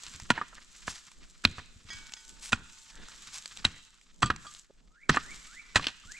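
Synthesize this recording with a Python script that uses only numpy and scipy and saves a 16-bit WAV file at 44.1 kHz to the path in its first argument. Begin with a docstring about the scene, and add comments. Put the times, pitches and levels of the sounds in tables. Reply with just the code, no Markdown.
"""On an open hillside a mattock digs dry, stony soil a few steps away.
In each blow the blade grazes, bites, knocks a buried stone and thumps the ground; earth trickles after it.
Random clicks through filters make soil and dead leaves; damped sines make stones, metal and thumps.
Between blows the blade jolts against clods, feet shuffle and metal clinks faintly.
The slope's echo is a decaying noise tail; a far bird's upward whistle is a gliding sine."""
import sys
import numpy as np
from scipy import signal
from scipy.fft import rfft, irfft, next_fast_len
from scipy.io import wavfile

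SR = 44100
rng = np.random.default_rng(int(sys.argv[2]) if len(sys.argv) > 2 else 0)


def to_wav(s):
    """Save 16-bit WAV."""
    ch = np.atleast_2d(s).T  # columns
    pcm = np.round(np.clip(ch, -1, 1) * 32767)  # PCM
    wavfile.write(sys.argv[1], SR, pcm.astype(np.int16))


N = 272979
T = np.arange(N) / SR

# Faint rustle underneath. Each row: time in seconds, level of the leaves in dB.
STIR = [(0, -59.5), (1.2, -64), (3.6, -65), (4.15, -70), (4.95, -75.5), (5.7, -62), (6.19, -62)]
# Feet and blade drag through loose ground.
# Each row: start in seconds, length in seconds, level of sliding earth in dB, of dry leaves in dB.
SHUFFLES = [(-.1, 0.4028, -53.5, -54), (0.663, 0.5181, -59, -56.5), (1.851, 0.27117, -51, -54),
            (2.04, 0.4306, -64, -56), (2.601, 0.42475, -64, -55.5), (2.975, 0.80035, -54, -52.5),
            (3.663, 0.28, -67, -61.5), (4.375, 0.28902, -60.5, -52.5), (5.145, 0.52542, -56, -52.5),
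            (6.035, 0.4948, -64, -53.5)]
# Spectral shapes of sliding earth, dry leaves and moving air.
# Each row: frequency in Hz, relative density in dB per Hz.
EARTH_SPECTRUM = [(200, -3.5), (600, -22.5), (1200, 0), (2000, -2), (3800, -2.5), (5500, -4.5),
                  (12000, -38.5)]
LEAF_SPECTRUM = [(1500, -21.5), (3500, -4.5), (5000, -5.5), (7600, 1.5), (9000, -10), (11000, -16),
                 (12500, -10.5), (15500, -52.5)]
AIR_SPECTRUM = [(20, 9), (45, 7), (80, -20), (180, -6.5), (350, -15), (900, -25.5), (3000, -61)]
# The loudest pebble drops and leaf snaps.
# Each row: start in seconds, peak level in dB before a common trim, pitch in Hz.
TICKS = [(.035, -26, 7850), (0.0655, -24, 4658), (0.1997, -25.5, 2380), (1.1164, -36, 3860),
         (2.1217, -27.5, 3100), (2.137, -21.5, 7740), (3.0851, -29, 1716), (3.4576, -20.5, 4900),
         (3.5722, -24.5, 3800), (4.013, -41.5, 3360), (4.362, -26, 2330), (4.549, -27, 5034),
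         (6.119, -27.5, 7640)]
# Feet and clods land softly. Each row: start in seconds, level of the lower mode in dB.
FOOTFALLS = [(0.147, -41.5), (.222, -39), (.881, -39), (1.581, -36), (1.76, -46.5), (1.849, -46.5),
             (1.945, -47), (4.303, -26.5), (6.052, -46.5)]
# Full blows. Each row: bite in seconds, decay in seconds, crunch in dB, crack in dB, grit in dB,
# lead of the graze over the bite in seconds, graze in dB, delay of the thump after the bite in seconds,
# thump in dB, thump in Hz, upper thump in dB, trickle in dB.
BLOWS = [(0.3018, 0.00446, -22, -23, -33, 0.013795, -51.5, 0.002982, -28, 119, -20.5, -55.5),
         (1.449, 0.00276, -30, -21.5, -46.5, 0.01318, -37.5, 0.0035836, -21.5, 87.7, -19.5, -57),
         (2.528, 0.003692, -29.5, -28.5, -42, 0.010011, -30, 0.0023692, -26, 99.31, -21, -52.5),
         (3.6487, .0028, -39.5, -24.5, -37.5, 0.0067826, -32.5, 0.0036536, -26.5, 96, -28, -52.5),
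         (4.228, 0.0034, -24.5, -30, -58.5, 0.0097, -29, .007, -19, 122, -25, -52.5),
         (5.0928, 0.00604, -17.5, -26.5, -31, 0.0066, -41.5, 0.008432, -19.5, 154.6, -23.5, -33.5),
         (5.7563, 0.010004, -19.5, -21.5, -28, 0.012292, -43.5, 0.003261, -21.5, 97.74, -28, -49)]
# The blade jolts against clods and pebbles. Each row: start in seconds, swell in seconds, decay in seconds,
# crunch in dB, crack in dB, grit in dB, pebble in Hz, pebble in dB before the contact softens it.
JOLTS = [(.375, 0.00227, 0.00835, -31.5, -60, -58.5, 914.3, -30),
         (0.412, 0.001992, 0.01112, -36.5, -52, -68.5, 1201, -21.5),
         (0.878, 0.0008195, 0.001976, -31.5, -56, -52, 1454, -51),
         (1.581, 0.00202, 0.008404, -41, -51, -54.5, 1300, -41.5),
         (4.259, 0.001521, 0.0165, -45.5, -42, -47.5, 7627, -20),
         (4.2994, 0.004, 0.003536, -24.5, -33, -49.5, 1318, -16.5),
         (5.141, 0.004084, 0.01235, -31, -37, -44.5, 1518, -25),
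         (5.1608, 0.0011204, 0.011, -31.5, -38, -54, 7507, -18.5),
         (5.169, 0.0017765, 0.005102, -24, -42, -53.5, 1209, -16.5),
         (5.7948, 0.001034, .003, -40.5, -55.5, -57.5, 1159, -30),
         (5.8421, 0.0005582, 0.00225, -44.5, -38, -53.5, 2512, -31.5),
         (5.8661, 0.0034476, 0.002432, -37, -25.5, -52.5, 3132, -21),
         (5.883, .001, 0.003485, -44.5, -39, -49, 6222, -34.5)]
# Spectral shapes of three kinds of fracture. Each row: frequency in Hz, relative density in dB per Hz.
CRUNCH_SPECTRUM = [(80, -14.5), (250, 0.5), (520, -12), (800, -4), (1200, 1.5), (1850, 1.5), (2400, -11),
                   (5000, -44.5)]
CRACK_SPECTRUM = [(900, -31.5), (1900, -10.5), (2500, -4), (4100, -7.5), (5000, -16), (9000, -32)]
GRIT_SPECTRUM = [(2500, -31.5), (4800, 0.5), (7800, 5), (9200, -6), (12000, -30.5), (16000, -34.5)]
# Modes of head and handle. Each row: frequency in Hz, relative level in dB, 60 dB decay in seconds.
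TOOL_MODES = [(780, 4, 0.049), (957.56, -0.5, 0.06), (1155.9, -3.5, 0.034), (1452, -2.5, 0.1),
              (1914, 7, .035), (2410.7, 11, 0.033), (3320, 3.5, 0.074), (3820, -6.5, .025),
              (6055.1, 10, 0.026), (8131, -7.5, 0.023)]
# The stone that each blow meets, in the order of the blows. Each row: cycles to decay by 60 dB,
# three modes of (frequency in Hz, level in dB before the contact softens it).
STONES = [(50, [(970, -20.5), (1427, -11.5), (2700, -26.5)]), (29.95, [(1337, -24), (2640, -9.5),
          (4125, -2)]), (48, [(1428, -13.5), (2020, -25.5), (2506, -10.5)]), (65, [(2050, -28.5),
          (2453, -20), (3900, -5)]), (42.47, [(1170, -19.5), (1310, -14), (3230, -15.5)]), (48, [(954, -33),
          (1575, -16), (1903, -13)]), (50, [(1283, -16.5), (1912, -8.5), (3880, -10.5)])]
# The blade comes free and rings. Each row: start in seconds, level in dB added to the modes of the blade.
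BLADE_RINGS = [(4.2241, 1), (4.259, -4.5), (4.467, -13)]
# Modes of the free blade. Each row: frequency in Hz, base level in dB, 60 dB decay in seconds.
BLADE_MODES = [(1195.9, -29, .16), (3314, -31.5, .07), (4585.2, -33.5, .08), (7781.5, -31.5, .05)]
# Crumbs spill over soil and leaves.
# Each row: start in seconds, length in seconds, rms level in dB, brightest frequency in Hz.
SPILLS = [(0.31, 0.10473, -47.5, 2297), (0.863, 0.07634, -43.5, 5479), (0.922, .1, -52, 5074),
          (1.478, .19, -59, 3365), (2.41, 0.1129, -46, 6241), (2.879, 0.04878, -56, 4530),
          (3.321, 0.093, -46, 5559), (5.782, 0.15164, -45, 3311)]
# Stones and blade slide on each other.
# Each row: start in seconds, length in seconds, rms level in dB, resonance in Hz.
SCRAPES = [(.525, .02, -54, 1309), (0.562, 0.03819, -54, 1797), (2.548, 0.092, -58.5, 1461),
           (2.889, 0.3137, -61.5, 1730), (2.904, 0.3366, -63, 3701), (3.673, .14, -61.5, 2070),
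           (4.444, 0.03784, -52.5, 1343), (4.695, 0.014502, -56.5, 465)]
# Light touches on metal.
# Each row: start in seconds, level in dB added to the modes, brightness in dB per octave above 2 kHz.
TOUCHES = [(1.9035, 1, 1), (2.167, -13, 3.5)]
# Modes of the clinking metal. Each row: frequency in Hz, base level in dB, 60 dB decay in seconds.
CLINK_MODES = [(900.2, -70, 15), (1490.5, -59, 2.68), (1625.8, -53, 0.74), (1904.5, -42.5, 0.16),
               (2259.7, -47.5, 0.73), (3092.5, -55.5, 0.79), (3348.8, -45, 0.2521), (4614, -54.5, .3),
               (5042.8, -44.5, 0.24), (5802, -59.5, 0.3724), (6455.8, -48, 0.19)]
# Bird calls. Each row: top of the whistle in seconds, level in dB added to the glide.
WHISTLES = [(5.041, -50), (5.32, -43.5), (5.601, -43), (6.17, -42)]
# Course of one whistle. Each row: time from the top in seconds, mean pitch in Hz, relative level in dB.
GLIDE = [(-.135, 1191, -20), (-.11, 1293, -18), (-.075, 1480, -10.5), (-.04, 1920, -11.5),
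         (-.015, 2135, -5), (0, 2363, -3.5), (.025, 2238, -11)]
# Treble response of the microphone. Each row: frequency in Hz, gain in dB.
MICROPHONE = [(8000, 0), (11000, -6), (13000, -14.5), (15500, -13)]
# The two microphone ports.
# Each row: frequency in Hz, left minus right in dB, phase by which left leads in radians.
PORTS = [(100, -1.1, 0), (1000, -1.8, -.2), (1900, -2, -.62), (2900, -3.6, -.75), (3900, 0, -.3),
         (4600, 2, -.35), (5600, -1.2, -.45), (7500, .6, -.15), (8700, 5, -.1), (9600, 10, -2.4),
         (11000, -1, 0), (15000, -4, -1.5)]

STIR_EARTH_DB, TRICKLE_DECAY_S = -0.5, 0.049   # earth relative to leaves; run-off after a blow
AIR_DB, SWING_AIR_DB, SWING_S = -64, 5, 0.067   # base level, rise at a swing, half-width of the rise
HILL_HOLD_S, HILL_T60_S, HILL_DB = .12, 0.66, -21.5   # even scattering, then decay; level of digging sent
FOOT_HZ, FOOT_T60_S, FOOT_UPPER_DB = 81.48, 0.078, -14   # upper mode relative to lower
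THUMP_T60_S, UPPER_THUMP_HZ, UPPER_THUMP_T60_S = .085, 230.34, .054
GRAZE_SWELL_S, GRAZE_DECAY_S = 0.005, 0.012
GRAZE_CRACK_DB, GRAZE_GRIT_DB = -4.5, -5   # relative to the crunch of the graze
BITE_SWELL_S, STONE_AFTER_S = .0015, 0.0027   # the stone sounds this long after the bite begins
PEBBLE_CYCLES = 45.99   # a loose pebble decays by 60 dB in this many cycles
CUTOFF_HZ = 16500


def from_db(db):
    """Logarithmic level: decibels become an amplitude gain."""
    return 10 ** (np.asarray(db) / 20)


def rms_one(x):
    """Power normalisation: scale to rms 1."""
    return x / np.sqrt(np.mean(x ** 2) + 1e-20)


def ten_ms(x):
    """Energy normalisation: scale to the energy of 10 ms at rms 1."""
    return rms_one(x) * np.sqrt(SR / 100 / len(x))


def colour(x, points):
    """Minimum-phase filtering: a folded cepstrum gives the drawn spectrum a causal response."""
    size = next_fast_len(x.shape[-1] // 2 + 2048) * 2
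    hz, db = np.transpose(points)
    bins = np.arange(size // 2 + 1) * SR / size
    log_gain = np.log(from_db(np.interp(np.log(bins + 1), np.log(hz), db)))
    cepstrum = irfft(log_gain)
    cepstrum[1:size // 2] *= 2
    cepstrum[size // 2 + 1:] = 0
    response = np.exp(rfft(cepstrum))
    return irfft(rfft(x, size) * response)[..., :x.shape[-1]]


def ring(x, hz, t60):
    """Damped resonance: a unit click sets a decaying sine of initial height 1 ringing."""
    radius = from_db(-60 / (t60 * SR))
    angle = 2 * np.pi * hz / SR
    feedback = [1, -2 * radius * np.cos(angle), radius * radius]
    return signal.lfilter([0, np.sin(angle)], feedback, x + 1e-18)


def add(track, s, sound):
    """Superposition: mix a sound in at time s."""
    i = int(s * SR)
    track[i:i + len(sound)] += sound[:N - i]


def grains(per_s, spread_db, size):
    """Random impacts: clicks of either sign, with levels spread exponentially in dB."""
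    strength = from_db(spread_db * np.minimum(rng.exponential(1, size), 5))
    return (rng.random(size) < per_s / SR) * strength * rng.choice([-1, 1], size)


def drift(rate, size=N):
    """Slow random modulation: straight lines join normal random knots, rate of them a second."""
    knots = rng.standard_normal(size // 40)
    return np.interp(T[:size] * rate, np.arange(len(knots)), knots)


def stroke(length):
    """Sliding envelope: a quick rise and a slower fall."""
    return np.sin(np.pi * np.linspace(0, 1, int(length * SR)) ** 0.79)


def rustle_levels(skew=0.7892):
    """Addition of power: gains of earth and leaves join the stir, each shuffle and each dying trickle."""
    stir_s, stir_db = np.transpose(STIR)
    stir_db = np.interp(T, stir_s, stir_db)
    earth, leaves = from_db(stir_db + STIR_EARTH_DB), from_db(stir_db)
    for s, length, earth_db, leaves_db in SHUFFLES:
        drag = np.sin(np.pi * np.clip((T - s) / length, 0, 1) ** skew)
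        earth = np.hypot(earth, from_db(earth_db) * drag)
        leaves = np.hypot(leaves, from_db(leaves_db) * drag)
    for s, *_, trickle_db in BLOWS:
        trickle = (T > s) * np.exp(-np.abs(T - s) / TRICKLE_DECAY_S)
        earth = np.hypot(earth, from_db(trickle_db) * trickle)
    return earth, leaves


def grain_bed(spectrum, per_s, spread_db, bed_db, clump_db, side_db):
    """Granular noise: clumped clicks over steady noise, filtered, with a weaker left-right difference."""
    def layer():
        clumps = from_db(clump_db * np.tanh(drift(76)))
        crackle = rms_one(grains(per_s, spread_db, N) * clumps)
        bed = from_db(bed_db) * rng.standard_normal(N)
        return rms_one(colour(crackle + bed, spectrum))
    mid, side = layer(), layer()
    return mid + from_db(side_db) * side * [[1], [-1]]


def air_level(gust_db=6.0):
    """Amplitude modulation: the gain of the low rumble wanders, and swells round each swing."""
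    swing = sum(np.exp(-((T - s) / SWING_S) ** 2) for s, *_ in BLOWS)
    return from_db(AIR_DB + SWING_AIR_DB * swing + gust_db * drift(10))


def crumbs(gain, per_s=22, spread_db=2.5, crumb_db=19):
    """Sparse impacts: single crumbs drop here and there, louder while the leaves are stirred."""
    drops = grains(per_s, spread_db, N) * gain * from_db(crumb_db)
    return colour(drops, [(300, -17), (1200, -5.5), (3500, -1.5), (5000, -2.5), (7500, 3.5),
                          (9500, -9), (15000, -16)])


def near_ground(x, scatter_db=-19, scatter_s=0.0037):
    """Near scattering: rough ground adds a short tail of opposite sign to left and right."""
    t = T[:SR // 30]
    scatter = rms_one(rng.standard_normal(len(t)) * np.exp(-t / scatter_s)) / np.sqrt(len(t))
    return x + from_db(scatter_db) * signal.fftconvolve(x, scatter)[:N] * [[1], [-1]]


def ticks(tick_db=-4.5, decay_s=0.0018, ring_t60=0.0038):
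    """Heavily damped impact: tiny dry noise snaps, each with a trace of pitch."""
    out, t = np.zeros(N), T[:SR // 20]
    for s, db, hz in TICKS:
        burst = rng.standard_normal(len(t)) * np.exp(-t / decay_s)
        burst = colour(burst, [(300, -12.0), (1500, 1.5), (7500, 7.5), (10000, -9.0), (15000, -12.5)])
        snap = rms_one(burst)
        snap = snap + .5 * rms_one(ring(snap, hz, ring_t60))
        add(out, s, from_db(db + tick_db) * snap / np.abs(snap).max())
    return out


def hillside(x, side_db=-5):
    """Diffuse reflection: rocks and trees scatter a thin tail that holds briefly and fades."""
    t = T[:SR]
    fade = from_db(-60 * np.maximum(t - HILL_HOLD_S, 0) / HILL_T60_S)
    rise = 1 - np.exp(-t / 0.012)
    mid, side = rng.standard_normal((2, len(t))) * fade * rise
    tail = colour(mid + from_db(side_db) * side * [[1], [-1]],
                  [(100, -4.5), (500, -17.5), (1300, -2.5), (2200, -1.5), (4000, -1), (6000, -6.0),
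                   (12000, -11.5)])
    return signal.fftconvolve(x[None], rms_one(tail) / np.sqrt(len(t)) / 2, axes=1)[:, :N]


def thump(db, hz, t60, upper_db, settle_db=-13, settle_s=0.042):
    """Damped modes of the ground: it bounces in two, then clods settle with a low shudder."""
    t = T[:SR // 2]
    push = signal.unit_impulse(len(t))
    settle = rms_one(colour(rng.standard_normal(len(t)),
                            [(25, -1.5), (80, -5.5), (230, -7.5), (450, -25.5), (1500, -56.5)]))
    lower = from_db(db) * ring(push, hz, t60)
    upper = from_db(upper_db) * ring(push, UPPER_THUMP_HZ, UPPER_THUMP_T60_S)
    return lower - upper + from_db(db + settle_db) * settle * np.exp(-t / settle_s)


def thumps():
    """Impulse response of the ground: it takes each blow just after the bite, and each footfall."""
    out = np.zeros(N)
    for s, *_, delay, db, hz, upper_db, _trickle_db in BLOWS:
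        add(out, s + delay, thump(db, hz, THUMP_T60_S, upper_db))
    for s, db in FOOTFALLS:
        add(out, s, thump(db, FOOT_HZ, FOOT_T60_S, db + FOOT_UPPER_DB))
    return out


def fracture(swell, decay, crunch_db, crack_db, grit_db,
             modes_db=-13.5, crumble_db=-27, crumble_s=0.016, clods_db=16.0):
    """Brittle fracture: breaks swell and die as the blade presses, clods crumble; all ring the tool."""
    t = T[:SR // 8]
    after = np.maximum(t - swell, 0)
    clods = from_db(clods_db * np.tanh(drift(220, len(t))))
    crumble = from_db(crumble_db) * clods * np.exp(-after / crumble_s)
    force = np.minimum(t / swell, 1) ** 2 * (np.exp(-after / decay) + crumble)
    soil = np.zeros(len(t))
    for db, shape in ((crunch_db, CRUNCH_SPECTRUM), (crack_db, CRACK_SPECTRUM), (grit_db, GRIT_SPECTRUM)):
        soil += from_db(db) * ten_ms(colour(force * grains(14000, 3.9, len(t)), shape))
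    # neighbouring modes take opposite signs
    tool = sum((-1) ** k * from_db(db) * ring(soil, hz, t60) for k, (hz, db, t60) in enumerate(TOOL_MODES))
    return np.std(soil) * rms_one(rms_one(soil) + from_db(modes_db) * rms_one(tool))


def blows():
    """Successive fractures: a full blow grazes the surface and then bites; a jolt is one fracture."""
    out = np.zeros(N)
    for s, decay, crunch_db, crack_db, grit_db, lead, graze_db, *_ in BLOWS:
        graze = fracture(GRAZE_SWELL_S, GRAZE_DECAY_S, graze_db,
                         graze_db + GRAZE_CRACK_DB, graze_db + GRAZE_GRIT_DB)
        add(out, s - lead, graze)
        add(out, s, fracture(BITE_SWELL_S, decay, crunch_db, crack_db, grit_db))
    for s, swell, decay, crunch_db, crack_db, grit_db, *_ in JOLTS:
        add(out, s, fracture(swell, decay, crunch_db, crack_db, grit_db))
    return out


def knocks():
    """Modes under a soft contact: dust rounds the push that rings stones, pebbles and the free blade."""
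    out = np.zeros(N)
    contact = np.pad(np.hanning(6) / np.hanning(6).sum(), (0, SR // 4))
    for (s, *_), (cycles, modes) in zip(BLOWS, STONES):
        for hz, db in modes:
            add(out, s + STONE_AFTER_S, from_db(db) * ring(contact, hz, cycles / hz))
    for s, swell, *_, hz, db in JOLTS:
        add(out, s + swell, from_db(db) * ring(contact, hz, PEBBLE_CYCLES / hz))
    for s, db in BLADE_RINGS:
        add(out, s, sum(from_db(db + mode_db) * ring(contact, hz, t60) for hz, mode_db, t60 in BLADE_MODES))
    return out


def spills(width=2.6, skirt_db=-7, clump_db=4.0, spread_db=3.0):
    """Granular flow: clumps of crumbs shower over dead leaves; coarser crumbs sound lower."""
    out = np.zeros(N)
    for s, length, db, hz in SPILLS:
        flow = stroke(length)
        flow = flow * from_db(clump_db * np.tanh(drift(83, len(flow))))
        shape = [(hz / 12, -22), (hz / width ** 2, skirt_db - 0.5), (hz / width, -3), (hz, 0),
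                 (hz * 1.3, 0), (hz * 2.3, -15), (hz * 4, -32)]
        shower = colour(flow * grains(5000, spread_db, len(flow)), shape)
        add(out, s, from_db(db) * rms_one(shower))
    return out


def scrapes(cycles=12):
    """Stick-slip friction: dense slips ring one broad resonance under a quick stroke."""
    out = np.zeros(N)
    for s, length, db, hz in SCRAPES:
        push = stroke(length)
        slips = push * grains(6700, 6.5, len(push))
        add(out, s, from_db(db) * rms_one(ring(slips, hz, cycles / hz)))
    return out


def clink():
    """Modal excitation: metal is touched, the second time nearer its edge; the lowest mode lingers."""
    out, push = np.zeros(N), signal.unit_impulse(SR * 2)
    for s, touch_db, bright_db in TOUCHES:
        for hz, db, t60 in CLINK_MODES:
            tilt_db = bright_db * np.log2(hz / 2000)
            add(out, s, from_db(db + touch_db + tilt_db) * ring(push, hz, t60))
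    return out


def bird(flutter_db=4.5):
    """Frequency modulation: a thin whistle slides up an octave, hoarse from random pitch and level."""
    out = np.zeros(N)
    s, hz, db = np.transpose(GLIDE)
    t = np.arange(s[0], s[-1], 1 / SR)
    for top_s, level_db in WHISTLES:
        pitch = np.interp(t, s, hz) * (1 + .04 * drift(600, len(t)))
        level = from_db(level_db + np.interp(t, s, db) + flutter_db * drift(200, len(t)))
        add(out, top_s + s[0], level * np.sin(2 * np.pi * np.cumsum(pitch) / SR))
    return out


def scene(bird_echo_db=-5, knock_echo_db=-27):
    """Superposition of sources: the digger is straight ahead, with rustle all round his feet."""
    earth_gain, leaves_gain = rustle_levels()
    digging = blows() + thumps() + scrapes() + spills() + ticks() + clink()
    stones, whistle = knocks(), bird()
    earth = earth_gain * grain_bed(EARTH_SPECTRUM, per_s=5100, spread_db=3.5, bed_db=-3.0,
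                                   clump_db=16.0, side_db=-9.5)
    leaves = leaves_gain * grain_bed(LEAF_SPECTRUM, per_s=1800, spread_db=5.0, bed_db=-0.5,
                                     clump_db=11.5, side_db=-12)
    air = air_level() * grain_bed(AIR_SPECTRUM, per_s=43, spread_db=-1.0, bed_db=8.5,
                                  clump_db=4.5, side_db=-2)
    echo = hillside(from_db(HILL_DB) * digging + from_db(knock_echo_db) * stones
                    + from_db(bird_echo_db) * whistle)
    near = near_ground(digging + stones + crumbs(leaves_gain))
    return near + whistle + earth + leaves + air + echo


def record(dry):
    """Two-port reception: ports differ in level and phase; peaks are clipped, then the top is cut."""
    size = next_fast_len(N + 4096)
    hz, db, phase = np.transpose(PORTS)
    bins = np.arange(size // 2 + 1) * SR / size
    # each port takes half of the difference
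    half = from_db(np.interp(bins, hz, db) / 2) * np.exp(.5j * np.interp(bins, hz, phase))
    spectrum = rfft(colour(dry, MICROPHONE), size)
    ports = irfft(spectrum * np.array([half, 1 / half]), size)[:, :N]
    low_pass = signal.cheby2(14, 60, CUTOFF_HZ, fs=SR, output="sos")
    return signal.sosfilt(low_pass, np.clip(ports, -.95, .95))


dry = scene()
out = record(dry)
to_wav(out)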